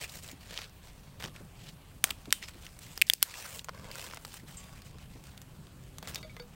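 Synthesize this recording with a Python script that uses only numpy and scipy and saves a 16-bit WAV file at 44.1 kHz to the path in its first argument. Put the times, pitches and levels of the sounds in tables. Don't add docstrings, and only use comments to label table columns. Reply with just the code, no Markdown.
import sys
import numpy as np
from scipy import signal
from scipy.io import wavfile
from scipy.ndimage import uniform_filter1d

SR = 44100
rng = np.random.default_rng(int(sys.argv[2]) if len(sys.argv) > 2 else 0)


def to_wav(sig):
    pcm = np.clip(np.atleast_2d(sig), -1, 1) * 32767
    pcm = np.round(pcm).astype(np.int16)
    wavfile.write(sys.argv[1], SR, pcm.T)


N = 288844
TIME = np.arange(N) / SR
CUTOFF_HZ = 15800
# low edge in Hz, high edge in Hz.
WOOD_ZONES = [(400, 1500), (1500, 6000), (6000, 17000)]


def from_db(db):
    return 10 ** (np.asarray(db) / 20)


def rms_one(x):
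    return x / np.sqrt(np.mean(x ** 2) + 1e-20)


def automation(rows):
    s, *columns = np.transpose(rows)
    return [np.interp(TIME, s, c) for c in columns]


def fade(t, t60):
    return np.exp(-np.log(1000) * t / max(t60, 1e-4))


def band(x, edges_hz, kind="band", order=2):
    sos = signal.butter(order, np.clip(edges_hz, 10, .45 * SR), kind, fs=SR, output="sos")
    return signal.sosfilt(sos, x + 1e-18)


def resonate(x, hz, width_hz, db):
    r = np.exp(-np.pi * width_hz / SR)
    feedback = [1, -(1 + r * r) * np.cos(2 * np.pi * hz / SR), r * r]
    peak = signal.lfilter(np.array([1, 0, -1]) * (1 - r * r) / 2, feedback, x)
    return x + (from_db(db) - 1) * peak


def drift(rate_hz):
    hop, run_in = 40, 2000
    r = np.exp(-2 * np.pi * hop * rate_hz / SR)
    slow = signal.lfilter([1], [1, -2 * r, r * r], rng.standard_normal(N // hop + run_in + 2))[run_in:]
    return np.interp(np.arange(N) / hop, np.arange(len(slow)), rms_one(slow))


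def add(out, s, sound):
    at = max(round(s * SR), 0)
    out[at:at + len(sound)] += sound[:max(N - at, 0)]


def turbulence(spectrum, flicker_db, rate_hz):
    out, edges = 0, 18 * 2 ** np.arange(0, 10.1, .5)
    white = rng.standard_normal((2, N))
    hz, db = np.transpose(spectrum)
    for k, (low, high) in enumerate(zip(edges, edges[1:])):
        level_db = np.interp(np.log(low * high) / 2, np.log(hz), db)
        out = out + band(white[k % 2], [low, high]) * from_db(level_db + flicker_db * drift(rate_hz))
    return rms_one(out)


def open_air(level_db=-55):
    # frequency in Hz, relative noise density in dB.
    air_spectrum = [(22, -1.5), (45, 2), (80, -1.5), (200, -14), (450, -19.5), (900, -19), (1600, -27.5),
                    (3000, -24.5), (6000, -34.5), (10000, -29.5), (16000, -32)]
    return from_db(level_db) * turbulence(air_spectrum, flicker_db=1.9, rate_hz=4.9)


def fire(flutter_db=0.85, pops_per_s=22, pop_db=-61, pop_t60=0.0042):
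    # time in seconds, level in dB.
    draught = [(0, -55.5), (.8, -59), (1.2, -53.5), (1.7, -54.5), (2.0, -57), (2.7, -57), (3.3, -55),
               (4.1, -54.5), (4.8, -55.5), (5.6, -52), (6.1, -49.5), (6.55, -55)]
    # frequency in Hz, relative noise density in dB.
    flame_spectrum = [(40, -9.5), (70, 2.5), (105, -1.5), (150, 4.5), (200, -7.5), (300, -12), (450, -18.5),
                      (900, -33), (2000, -72)]
    level_db = automation(draught)[0] + flutter_db * drift(6.5)
    roar = turbulence(flame_spectrum, flicker_db=2.0, rate_hz=19.6)
    flame = from_db(level_db) * resonate(roar, hz=153, width_hz=14.2, db=5)
    onsets = rng.random(N) < pops_per_s / SR
    sizes = from_db(5.7 * np.minimum(rng.exponential(1, N), 3))
    envelope = signal.lfilter([1], [1, -fade(1 / SR, pop_t60)], onsets * sizes + 1e-18)
    return flame + from_db(pop_db) * band(envelope * rng.standard_normal(N), [1800, 12000], order=1)


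def hand_strokes(attack_s=.016, release_t60=0.16):
    # start in seconds, length in seconds, mid-stroke rasp level in dB, swell in dB,
    # dull and hiss levels in dB against the rasp, spread of slip sizes in dB.
    stroke_cues = [(0.0, 0.06, -45.5, -8.5, -7.5, -2, 3), (0.08, 0.097, -52, 4.5, -6.5, 2, 3),
                   (0.215, 0.094, -54.5, -2, -5, 0.5, 4.5), (0.392, 0.086, -59.5, 6, -7, -2.5, 3.5),
                   (0.483, 0.16, -50.5, -3, -7, -6, 4), (0.822, 0.066, -61, 0, -4, -0.5, -2),
                   (1.192, 0.056, -50, 6, -1.5, -2.5, 6), (1.33, 0.042, -59.5, 3, -1.5, -8, 1.5),
                   (1.542, 0.16, -59, 13.5, -14, -4.5, 0.5), (2.061, .03, -49, 1, 1, -6, 11),
                   (2.14, 0.16, -70.5, 2, 3, 6, 5), (2.412, 0.02, -45.5, 0, -15, -9, -1.5),
                   (2.466, 0.021, -50.5, 4.5, -11, -3, 6), (2.522, .08, -63, 1, -7, -1, 4),
                   (2.604, 0.16, -61.5, -11, -6, 0.5, 4), (2.804, 0.19, -57, -7, -9.5, 2, 4),
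                   (3.06, 0.078, -49.5, 0, -30, 3.5, 7), (3.19, .03, -54, 4, -14, -1, 3.5),
                   (3.245, 0.17, -45, -1, -5, -1.5, 2), (3.362, 0.21, -47.5, 0.5, -5, 4.5, 2),
                   (3.723, 0.19, -60.5, 6.5, 3, -2, 5), (3.91, 0.16, -49.5, 1, -5, 1, 6),
                   (4.09, 0.073, -57, -6, -4, -3, 5.5), (4.17, 0.11, -68.5, 8, 1, 8, 6.5),
                   (4.28, 0.091, -55.5, 9.5, -10, 1.5, 2.5), (4.459, 0.15, -57, -0.5, -5.5, 0.5, 2.5),
                   (4.618, 0.16, -63, 0.5, -4.5, 2, 3.5), (4.834, 0.05, -59, -3, -9, 1.5, -4),
                   (4.98, .05, -63, -1, -6, -3, -2), (5.086, 0.071, -63, 7, -8, 0, 2),
                   (5.237, .11, -66.5, -3, -3, 0, 0), (6.021, 0.17, -55.5, 1, -1.5, -2, 2.5),
                   (6.07, 0.02, -48.5, 0.5, -3, 3.5, 5.5)]
    idle_db = (-71.5, -71.5, -70)
    power = np.outer(from_db(idle_db) ** 2, np.ones(N))
    weighted_spread = np.zeros(N)
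    for s, length, db, swell_db, dull_db, hiss_db, spread_db in stroke_cues:
        t = TIME[:int((length + release_t60) * SR)]
        pressure = from_db(db + swell_db * (np.minimum(t / length, 1) - .5))
        envelope = pressure * np.minimum(t / attack_s, 1) * fade(np.maximum(t - length, 0), release_t60)
        for zone, colour_db in zip(power, (dull_db, 0, hiss_db)):
            add(zone, s, (from_db(colour_db) * envelope) ** 2)
        add(weighted_spread, s, spread_db * envelope ** 2)
    return np.sqrt(power), weighted_spread / power[1]


def ground_echo(x):
    # time in seconds, delay in milliseconds, echo gain.
    echo_path = [(0, 0.33, 0.31), (2.0, 0.67, 0.089), (3.2, 1.1, 0.11), (3.35, 0.65, 0.46),
                 (3.45, 1.2, 0.15), (3.6, 2.03, 0.49), (3.8, 1.73, 0.7), (4.0, 1.96, 0.32),
                 (4.4, 0.92, 0.12), (6.55, 0.37, 0.091)]
    delay_ms, gain = automation(echo_path)
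    echo = np.interp(TIME - delay_ms / 1000, TIME, x)
    return gain * band(echo, 1700, "low", order=1)


def bark_rub(slips_per_s=2600, slip_t60=0.0047, clump_db=2.5, friction=0.4, flicker_db=0.64):
    levels, spread_db = hand_strokes()
    sizes = from_db(spread_db * np.minimum(rng.exponential(1, N), 4) + clump_db * drift(55))
    slips = (rng.random(N) < slips_per_s / SR) * sizes ** 2
    power = signal.lfilter([1], [1, -fade(1 / SR, slip_t60) ** 2], slips) + 1e-9
    grain = np.sqrt(power / uniform_filter1d(power, size=2200) + friction ** 2) / np.hypot(1, friction)
    grain = grain * from_db(1.3 * drift(12))
    rub = 0
    for edges, level in zip(WOOD_ZONES, levels):
        flicker = from_db(flicker_db * drift(37))
        rub = rub + level * flicker * rms_one(band(grain * rng.standard_normal(N), edges, order=3))
    for hz in np.geomspace(1500, 9000, num=14):
        rub = resonate(rub, hz, width_hz=300, db=3 * drift(14.5))
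    rub = resonate(rub, hz=530, width_hz=160, db=2.5)
    rub = resonate(rub, hz=2650, width_hz=880, db=2.0)
    rub = resonate(rub, hz=7200, width_hz=400, db=2.5)
    rub = rub + (from_db(-2.5) - 1) * band(rub, 3500, "high", order=1)
    return rub + ground_echo(rub)


def stick_ticks(trim_db=-0.5, contact_t60=0.003, ring_db=-6, ring_t60=0.025, dull_stretch=1.17):
    # start in seconds, level in dB, stick pitch in Hz, dull level in dB against the rasp.
    tick_cues = [(0.03, -39, 4840, -5), (0.0951, -37, 4160, -9), (0.2366, -40.5, 7750, -8),
                 (0.2882, -37.5, 3600, -5), (0.3144, -38, 7000, -16), (0.5104, -41, 2200, -5),
                 (0.5405, -37, 3030, -13), (0.5885, -32.5, 1950, 0.5), (0.617, -34.5, 2370, -11),
                 (1.2047, -42, 2440, -4), (1.2242, -32.5, 2700, 1), (1.2502, -32, 1790, -9),
                 (1.2817, -40.5, 1760, 3), (1.3619, -39.5, 2410, -6), (1.6885, -43, 2950, -6),
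                 (2.256, -41, 2840, -2), (2.3063, -35, 3370, -18), (2.4269, -37, 2850, -20),
                 (2.4846, -38.5, 2300, -8), (2.6655, -36, 2370, -21), (2.7897, -39.5, 8000, -17),
                 (3.069, -38, 5000, -19), (3.2224, -32, 4200, -14), (3.3402, -28, 2210, -17),
                 (3.593, -28.5, 2980, -28), (3.6446, -33.5, 7600, -4), (3.6858, -29, 1500, 6),
                 (3.6924, -27.5, 1880, 6.5), (3.914, -33.5, 3600, -18), (3.995, -33.5, 4300, -1),
                 (4.1104, -38, 2220, -9), (4.135, -33, 1800, 3), (4.1449, -37.5, 7890, -11),
                 (4.1722, -34, 2300, 1.5), (4.2494, -31.5, 4200, 0), (4.341, -35, 8200, -1),
                 (4.8195, -43, 4550, -15), (4.9843, -46.5, 3520, -3), (5.239, -45, 6040, -7),
                 (5.269, -46, 4570, -16), (5.3769, -40.5, 4200, -14), (5.4165, -40.5, 6460, -5),
                 (5.6695, -47.5, 3000, -3), (5.984, -34, 6200, -4), (6.0273, -34.5, 4000, 6),
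                 (6.074, -32, 3800, 0.5), (6.1461, -29.5, 5600, -9), (6.1574, -26, 3780, -13),
                 (6.229, -40, 3040, -12), (6.366, -38, 2210, 2.5), (6.3979, -40.5, 3500, 9)]
    out, t = np.zeros(N), TIME[:SR // 10]
    for s, db, stick_hz, dull_db in tick_cues:
        white = rng.choice([-1., 1.], (3, len(t)))
        hiss_db = -4.5 + 6.5 * np.log2(stick_hz / 3000)
        gains = from_db([dull_db, 0, hiss_db])
        gains = gains / np.linalg.norm(gains)
        burst = 0
        for gain, fibres, edges, stretch in zip(gains, white, WOOD_ZONES, (dull_stretch, 1, 1)):
            envelope = fade(t, contact_t60) + from_db(ring_db) * fade(t, ring_t60 * stretch)
            burst = burst + gain * envelope.std() * rms_one(band(fibres * envelope, edges, order=3))
        coloured = resonate(burst, stick_hz, width_hz=1100, db=7)
        tick = rms_one(coloured) * burst.std()
        add(out, s, from_db(db + trim_db) * tick)
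    return out


def soil_thumps(swell_s=0.0083, body_hz=(70, 330)):
    # start in seconds, level in dB.
    thump_cues = [(0.325, -52), (1.235, -42), (1.264, -50), (1.402, -49), (2.105, -50), (2.272, -44),
                  (2.548, -50.5), (4.425, -50), (4.95, -51), (5.152, -48.5)]
    out, t = np.zeros(N), TIME[:SR // 5]
    envelope = t / swell_s * np.exp(1 - t / swell_s)
    for s, db in thump_cues:
        soil = rms_one(band(rng.standard_normal(len(t)), body_hz))
        add(out, s, from_db(db) * soil * envelope)
    return out


def twig_snaps(crack_t60=0.0048, ring_db=-8, tail_t60=0.25, mode_q=6.9, second_mode_ratio=3.02):
    # start in seconds, level in dB, low cut in Hz, thud in dB, first bending mode in Hz,
    # its boost in dB, treble lift in dB, ring t60 in seconds, splinter tail in dB.
    snap_cues = [(0.576, -26, 1900, -2, 3500, 33, -14, 0.0095, -40),
                 (2.0410, -8.5, 660, -5.5, 3000, 0, -3.5, 0.021, -27.5),
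                 (2.106, -24, 1200, -5, 3330, 12, -8, 0.013, -29),
                 (2.1086, -23, 1200, -4, 2630, 15, -7, 0.014, -32),
                 (2.3261, -9, 1390, -11.5, 3040, 11.5, 0.5, 0.014, -29),
                 (2.9765, -28, 1300, 6, 5000, 10, -0.5, .016, -36),
                 (3.0157, -11, 1480, -17, 2330, 17.5, -3, 0.007, -36),
                 (3.0202, -6.5, 1600, -23, 2560, 16.5, -1.5, 0.0094, -44.5),
                 (3.0989, -4, 1880, -21, 3470, 10.5, -8.5, 0.011, -46),
                 (3.1355, -9, 2300, -16.5, 4940, 5.5, 0, 0.0073, -36.5),
                 (3.2276, -1, 1400, -1, 4240, 5.5, 7.5, 0.017, -32.5)]
    out, t = np.zeros(N), TIME[:SR // 6]
    for s, db, low_cut_hz, thud_db, bend_hz, bend_db, treble_db, ring_t60, tail_db in snap_cues:
        ring = from_db(ring_db) * fade(t, ring_t60)
        splinters = from_db(tail_db) * fade(t, tail_t60)
        force = rng.choice([-1., 1.], len(t)) * (fade(t, crack_t60) + ring + splinters)
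        force[0] *= from_db(11)
        crack = band(force, low_cut_hz, "high", order=6)
        thud = from_db(thud_db) * band(force, [150, max(0.81 * low_cut_hz, 300)])
        snap = resonate(crack + thud, hz=9350, width_hz=20000, db=treble_db)
        for mode_hz, boost_db in ((bend_hz, bend_db), (second_mode_ratio * bend_hz, 5.5)):
            snap = resonate(snap, mode_hz, mode_hz / mode_q, boost_db)
        snap = band(snap, CUTOFF_HZ, "low", order=6)
        punch = np.sqrt(np.sum(snap ** 2) / (SR / 1000))
        add(out, s, from_db(db) * snap / punch)
    return out


def metal_modes(modes):
    t = TIME[:SR]
    return np.array([from_db(db) * np.sin(2 * np.pi * hz * t) * fade(t, t60) * (-1) ** k
                     for k, (hz, db, t60) in enumerate(modes)])


def metal_ping(start_s=4.570, level_db=-49.5):
    # pitch in Hz, level in dB, t60 in seconds.
    ping_modes = [(1125, -11, 1.3), (2697, -16, 1.2), (3660, -16, 1.1), (4850, -14, 1.5), (6100, -16, .4),
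                  (6492, -7, 0.3), (7150, 0, 0.19), (7600, 3, 0.17), (8300, 1, 0.13)]
    out = np.zeros(N)
    add(out, start_s, from_db(level_db) * metal_modes(ping_modes).sum(axis=0))
    return out


def stove_knocks(focus_octaves=0.09, spill_db=-17):
    # pitch in Hz, level in dB, t60 in seconds.
    wall_modes = [(486, -5.5, 0.18), (625, -2, 0.14), (1242, -2.5, .18), (1424, -8, .15), (1640, -2, 0.12),
                  (2050, 1.5, 0.083), (2240, -6, 0.12), (2257, 5.5, 0.058), (3500, 7.5, 0.06),
                  (3720, -2.5, 0.18), (4540, 3, 0.076), (4883, -10, .12), (6600, -6, .15)]
    # start in seconds, level in dB, the pitch that the spot favours in Hz.
    knock_cues = [(6.028, -49, 620), (6.158, -35.5, 3900), (6.229, -37.5, 1535), (6.247, -42.5, 624),
                  (6.296, -46.5, 2272), (6.368, -47.5, 2100), (6.396, -43.5, 3230), (6.4, -36, 485)]
    out = np.zeros(N)
    rings, mode_hz = metal_modes(wall_modes), np.array(wall_modes)[:, 0]
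    for s, db, spot_hz in knock_cues:
        favoured = np.exp(-(np.log2(mode_hz / spot_hz) / focus_octaves) ** 2)
        spill = from_db(spill_db) * rng.standard_normal(len(wall_modes))
        add(out, s, from_db(db) * (favoured + spill) @ rings)
    return out


def scene():
    handling = bark_rub() + twig_snaps() + stick_ticks() + soil_thumps()
    mono = handling + metal_ping() + stove_knocks() + fire() + open_air()
    return np.array([mono, mono])


def gain_control(x, threshold_db=-13, release_db_per_s=17, attack_s=0.0035):
    level_db = 10 * np.log10(np.maximum(uniform_filter1d(x[0] ** 2, size=66), 1e-12))
    over_db = np.maximum(level_db - threshold_db, 0)
    held_db = np.maximum.accumulate(over_db + release_db_per_s * TIME) - release_db_per_s * TIME
    r = np.exp(-1 / (attack_s * SR))
    return x * from_db(-signal.lfilter([1 - r], [1, -r], held_db))


def record(dry):
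    x = resonate(dry, hz=8300, width_hz=1230, db=4.0)
    x = resonate(x, hz=10900, width_hz=4300, db=-3.5)
    x = resonate(x, hz=13800, width_hz=1700, db=-3.0)
    x = 1.3 * np.tanh(gain_control(x) / 1.3)
    return signal.sosfilt(signal.ellip(10, .2, 80, CUTOFF_HZ, fs=SR, output="sos"), x)


dry = scene()
out = record(dry)
to_wav(out)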